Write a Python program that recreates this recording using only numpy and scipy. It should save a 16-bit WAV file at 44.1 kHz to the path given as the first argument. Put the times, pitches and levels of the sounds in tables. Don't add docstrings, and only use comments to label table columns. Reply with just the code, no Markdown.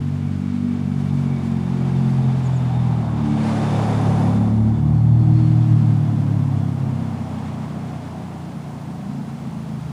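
import sys
import numpy as np
from scipy import signal
from scipy.fft import rfft, irfft, next_fast_len
from scipy.io import wavfile

SR = 44100
rng = np.random.default_rng(int(sys.argv[2]) if len(sys.argv) > 2 else 0)


def wav_out(sig):
    wavfile.write(sys.argv[1], SR, np.round(np.clip(np.atleast_2d(sig).T, -1, 1) * 32767).astype(np.int16))


N = 437455
TIME = np.arange(N) / SR

# (time [s], tyre roar [relative dB], hiss [relative dB])
RUSH_LEVELS = [(0,-42.5,-52),(0.5,-44.5,-51),(1.4,-38,-49),(2.4,-35.5,-47),(3.1,-32.5,-49.5),(3.47,-31.5,-41),(3.85,-28.5,-41.5),(4.3,-30.5,-47),(4.6,-37,-54),(5.15,-37.5,-56),(5.45,-38,-49.5),(6.85,-36,-53),(7.4,-35.5,-49.5),(8.6,-38.5,-54),(9.92,-40.5,-54)]
STRONG_ORDERS = [2, 3, 4, 5, 6, 8]


def from_db(db):
    return 10 ** (np.asarray(db) / 20)


def unit_rms(x):
    return x / np.sqrt(np.mean(x ** 2) + 1e-20)


def in_time(rows):
    times, *columns = np.transpose(rows)
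    return [np.interp(TIME, times, column) for column in columns]


def at_hz(spectrum, hz):
    points_hz, db = np.transpose(spectrum)
    return from_db(np.interp(np.log(hz), np.log(points_hz), db))


def bump(at_s, half_s):
    return np.exp(-((TIME - at_s) / half_s) ** 2)


def drift(rate_hz):
    hop, settle = 40, 2000
    pole = np.exp(-2 * np.pi * hop * rate_hz / SR)
    white = rng.standard_normal(N // hop + settle + 2)
    slow = signal.lfilter([1], [1, -2 * pole, pole * pole], white)[settle:]
    return np.interp(np.arange(N) / hop, np.arange(len(slow)), unit_rms(slow))


def noise(spectrum):
    size = next_fast_len(N)
    hz = np.maximum(np.arange(size // 2 + 1) * SR / size, 1)
    coloured = rfft(rng.standard_normal(size)) * at_hz(spectrum, hz)
    return unit_rms(irfft(coloured, size)[:N])


def resonate(x, hz, width_hz):
    r = np.exp(-np.pi * width_hz / SR)
    b = np.array([1, 0, -1]) * (1 - r * r) / 2
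    a = [1, -2 * r * np.cos(2 * np.pi * hz / SR), r * r]
    return signal.lfilter(b, a, signal.lfilter(b, a, x))


def outdoor_bed(hiss_end_db=-53.5, rise_db_per_s=0.57, dip_db=6.5, rumble_db=-54.5):
    # (frequency [Hz], relative level [dB])
    hiss_colour = [(200,6),(2000,4),(5000,1.5),(10000,-3),(15000,-6)]
    rumble_colour = [(20, -11), (45, -11), (70, 4.5), (150, -10.5), (500, -43)]
    hiss_db = hiss_end_db + rise_db_per_s * (TIME - TIME[-1]) - dip_db * bump(at_s=4.1, half_s=1.1)
    return from_db(hiss_db) * noise(hiss_colour) + from_db(rumble_db) * noise(rumble_colour)


def reeds():
    # (time [s], half length [s], level [dB])
    swishes = [(1.02,.07,-60),(1.19,.07,-59),(1.46,.05,-58),(2.11,.06,-59),(2.39,.025,-59)]
    # (frequency [Hz], relative level [dB])
    stem_colour = [(1500, -20), (4500, 0), (10000, -2), (15000, -9)]
    swell = sum(from_db(db) * bump(at_s, half_s) for at_s, half_s, db in swishes)
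    grain = unit_rms(from_db(2 * drift(150)))
    return swell * grain * noise(stem_colour)


def bird():
    # (start [s], length [s], top pitch [Hz], base level [dB])
    chirps = [(2.430,.052,7650,-50.5),(2.531,.056,7650,-52.5)]
    # (position [share of length], pitch [share of top], level change [dB])
    contour = [(0,.95,-16),(.15,.983,-3),(.4,1,-5),(.62,.915,3),(.84,.863,4),(1,.89,-8)]
    position, pitch, contour_db = np.transpose(contour)
    out = np.zeros(N)
    for start_s, length_s, top_hz, db in chirps:
        progress = np.linspace(0, 1, int(length_s * SR))
        hz = top_hz * np.interp(progress, position, pitch)
        whistle = np.sin(2 * np.pi * np.cumsum(hz) / SR)
        gain = from_db(db + np.interp(progress, position, contour_db))
        at = int(start_s * SR)
        out[at:at + len(hz)] += whistle * gain * signal.windows.tukey(len(hz), .2)
    return out


def whine(flutter_db=2.1, doppler_share=.03, passing_s=4.8, glide_s=.9):
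    # (frequency [Hz], width [Hz])
    resonances = [(755,130),(2200,120),(3500,250),(4380,190)]
    # (offset from the rush envelope [dB], peak [s], half length [s], swell [dB])
    swells = [(-14,4.14,2.5,6.5),(-13.5,0.95,0.84,8),(-17,4.0,2.5,6.5),(-23.5,5.2,.5,13)]
    emitted_sample = np.cumsum(1 - doppler_share * np.tanh((TIME - passing_s) / glide_s))
    roar_db, hiss_db = in_time(RUSH_LEVELS)
    envelopes_db = [roar_db, hiss_db, hiss_db, hiss_db]
    out = np.zeros(N)
    for (hz, width_hz), swell, rush_db in zip(resonances, swells, envelopes_db):
        offset_db, peak_s, half_s, swell_db = swell
        ring = unit_rms(resonate(rng.standard_normal(N + SR), hz, width_hz))
        gain = from_db(rush_db + offset_db + swell_db * bump(peak_s, half_s) + flutter_db * drift(8))
        out += gain * np.interp(emitted_sample, np.arange(len(ring)), ring)
    return out


def in_the_clear(from_s=3.47, to_s=4.22, rise_db_per_s=97, fall_db_per_s=31.5):
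    before_s, after_s = np.maximum(from_s - TIME, 0), np.maximum(TIME - to_s, 0)
    return from_db(-rise_db_per_s * before_s - fall_db_per_s * after_s)


def rush(turns, throb_depth=0.071, clear_db=-31.5, screened_db=-53.5):
    # (frequency [Hz], relative level [dB])
    roar_colour = [(60,-30),(120,0.5),(250,5.5),(400,-2.5),(520,-5.5),(640,-2),(750,-1.5),(900,-3.5),(1100,-7),(1400,-16),(2000,-22.5),(4000,-46.5)]
    hiss_colour = [(300,-16.5),(700,-0.5),(1300,6),(1800,1.5),(2400,-0.5),(3000,-2),(4000,-6.5),(5000,-8.5),(6000,-12),(7200,-12.5),(8500,-16),(10000,-18),(11500,-38.5),(15000,-43.5)]
    broad_colour = [(80,-39),(220,-6),(330,0.5),(450,1),(700,0),(1500,-15),(3000,-27.5),(5000,-29),(7200,-30.5),(8600,-34.5),(10200,-31),(11200,-39.5),(14000,-44.5)]
    roar_db, hiss_db = in_time(RUSH_LEVELS)
    roar = from_db(roar_db + 0.5 + 0.5 * drift(42)) * noise(roar_colour)
    hiss = from_db(hiss_db + 2.5 + 0.8 * drift(18)) * noise(hiss_colour)
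    openness = from_db(clear_db) * in_the_clear() + from_db(screened_db)
    pulsing = 1 + throb_depth * np.cos(8 * np.pi * turns)
    return roar + pulsing * (hiss + openness * noise(broad_colour))


def shore_echo(note, t60_s=1.1, level_db=-15, predelay_s=.04):
    delay_s = np.arange(int(t60_s * SR)) / SR
    scatter = rng.standard_normal(len(delay_s)) * from_db(-60 * delay_s / t60_s) * (delay_s > predelay_s)
    scatter /= np.sqrt(np.sum(scatter ** 2))
    return from_db(level_db) * signal.fftconvolve(note, scatter)[:N]


def burble(turns, imbalance=0.5):
    # (frequency [Hz], width [Hz], relative level [dB])
    pipe_modes = [(133,54,0),(215.7,43.6,6),(282,25,-9.5)]
    cylinder_bias = np.array([1, -1, 1, 1, -1, 1, -1, -1])
    firing = np.floor(4 * turns).astype(int)
    onsets = np.flatnonzero(np.diff(firing)) + 1
    cylinder = firing[onsets] % len(cylinder_bias)
    pulses = np.zeros(N)
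    pulses[onsets] = imbalance * cylinder_bias[cylinder] + rng.standard_normal(len(onsets))
    return unit_rms(sum(from_db(db) * resonate(pulses + 1e-18, hz, width) for hz, width, db in pipe_modes))


def reflection_comb(hz, share=.64, longest_lag_s=.00676, abreast_s=7.28, spread_s=4.98):
    lag_s = longest_lag_s / np.hypot(1, (TIME - abreast_s) / spread_s)
    return np.sqrt(1 + share ** 2 + 2 * share * np.cos(2 * np.pi * hz * lag_s))


def strong_order_gains(speed, pivot_hz=150):
    # (time [s], relative level [dB], tilt about the pivot [dB per octave])
    envelope = [(0.0, -18, -3.5), (0.6, -18, 0.5), (1.4, -20, 0), (2.0, -22, -1), (2.8, -23, -4.5),
                (3.5, -22.5, 2), (4.4, -18, -1.0), (5.0, -19.5, 2.3), (5.7, -18.5, 6.5), (6.8, -24.5, 0.5),
                (7.2, -30.5, 0.8), (8.4, -34.5, 5.5), (9.9, -35.5, -2)]
    # (frequency [Hz], gain [dB])
    silencer = [(55.0, -29.5), (75.0, -10.5), (105.0, -8.5), (135.0, -0.5), (160.0, -2.06), (185.0, -9.5),
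                (220.0, -4), (260.0, -16.5), (310.0, -27.5), (380.0, -26.5)]
    balance = [0.5, 9, -2, -4, -0.2, 3.5]
    # (time [s], half length [s], change [dB], crank order)
    fades = [(0.102,.22,-9,4),(0.544,0.54,-14,3),(0.643,0.15,5.5,5),(1.55,0.4,-8,3),(1.85,.47,10.5,8),(2.6,0.17,-11,5),(3.36,0.35,20,8),(3.896,0.27,-9.5,6),
             (4.548,.2,-20,4),(5.15,0.64,12.5,2),(5.367,.15,6.5,8),(5.523,0.35,-3.5,5),(6.63,.36,-16.5,6),(9.9,0.32,7.5,5)]
    level_db, tilt_db = in_time(envelope)
    gains = []
    for order, order_db in zip(STRONG_ORDERS, balance):
        hz = order * speed
        fade_db = sum(db * bump(at_s, half_s) for at_s, half_s, db, which in fades if which == order)
        tone_db = level_db + order_db + tilt_db * np.log2(hz / pivot_hz) + fade_db
        gains.append(reflection_comb(hz) * at_hz(silencer, hz) * from_db(tone_db))
    return gains


def exhaust_note(turns, speed, buzz_db, waver_db=1.5, buzz_waver_db=3.0, buzz_trim_db=0.5):
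    buzz_orders = [7, 9, 10]
    # (frequency [Hz], gain [dB])
    buzz_colour = [(200,6),(250,1.5),(300,-8),(340,-11),(390,-9.5),(440,-8.5),(480,-15.5)]
    # (time [s], phase lag [rad per squared order step])
    echo_smear = [(1,.18),(2.6,.62),(5.7,.7),(6.6,.12),(7,.15),(7.8,.6)]
    gains = [gain * from_db(waver_db * drift(12.1)) for gain in strong_order_gains(speed)]
    for order in buzz_orders:
        buzz_gain = from_db(buzz_db + buzz_trim_db + buzz_waver_db * drift(2.65))
        gains.append(buzz_gain * at_hz(buzz_colour, order * speed))
    smear, = in_time(echo_smear)
    out = np.zeros(N)
    for order, gain in zip(STRONG_ORDERS + buzz_orders, gains):
        phase_lag = smear * (order - 4) ** 2 + .007 * order ** 2 * drift(4)
        out += np.sqrt(2) * gain * np.cos(2 * np.pi * order * turns - phase_lag)
    return out


def scene():
    # (time [s], crank speed [turns per s])
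    revs = [(0, 47.3), (0.65, 48.25), (1.3, 46.4), (1.6, 44.7), (1.85, 44.7), (2.4, 43.4), (2.9, 40.5),
            (3.1, 38), (3.3, 36.6), (4.3, 35.8), (4.75, 36.9), (5.2, 38.9), (5.5, 38.9), (6, 37.2),
            (6.55, 34.2), (6.85, 33.4), (7.45, 30.4), (8.3, 29.9), (9.92, 26.6)]
    # (time [s], buzz [relative dB], burble [dB])
    texture = [(0,-44.5,-37),(2.7,-41.5,-34),(3.7,-41,-39),(4.35,-31,-30),(5.5,-47,-32),(6.6,-37.5,-31.5),(8.65,-50.5,-40),(9.05,-44,-31),(9.92,-55,-36.5)]
    speed, = in_time(revs)
    buzz_db, burble_db = in_time(texture)
    turns = np.cumsum(speed * (1 + 0.0028 * drift(8.7))) / SR
    note = exhaust_note(turns, speed, buzz_db)
    exhaust = note + shore_echo(note) + from_db(burble_db) * burble(turns)
    bed = outdoor_bed()
    return (exhaust + rush(turns) + whine() + reeds() + bird() + bed)[None]


def record(dry, fade_s=.006, notch_hz=12500, cutoff_hz=15300):
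    fade_in = np.sin(np.pi / 2 * np.minimum(TIME / fade_s, 1)) ** 2
    notch = signal.butter(2, [notch_hz - 1100, notch_hz + 1100], "bandstop", fs=SR, output="sos")
    top_cut = signal.ellip(12, .1, 80, cutoff_hz, fs=SR, output="sos")
    return signal.sosfilt(top_cut, signal.sosfilt(notch, fade_in * dry))


dry = scene()
out = record(dry)
wav_out(out)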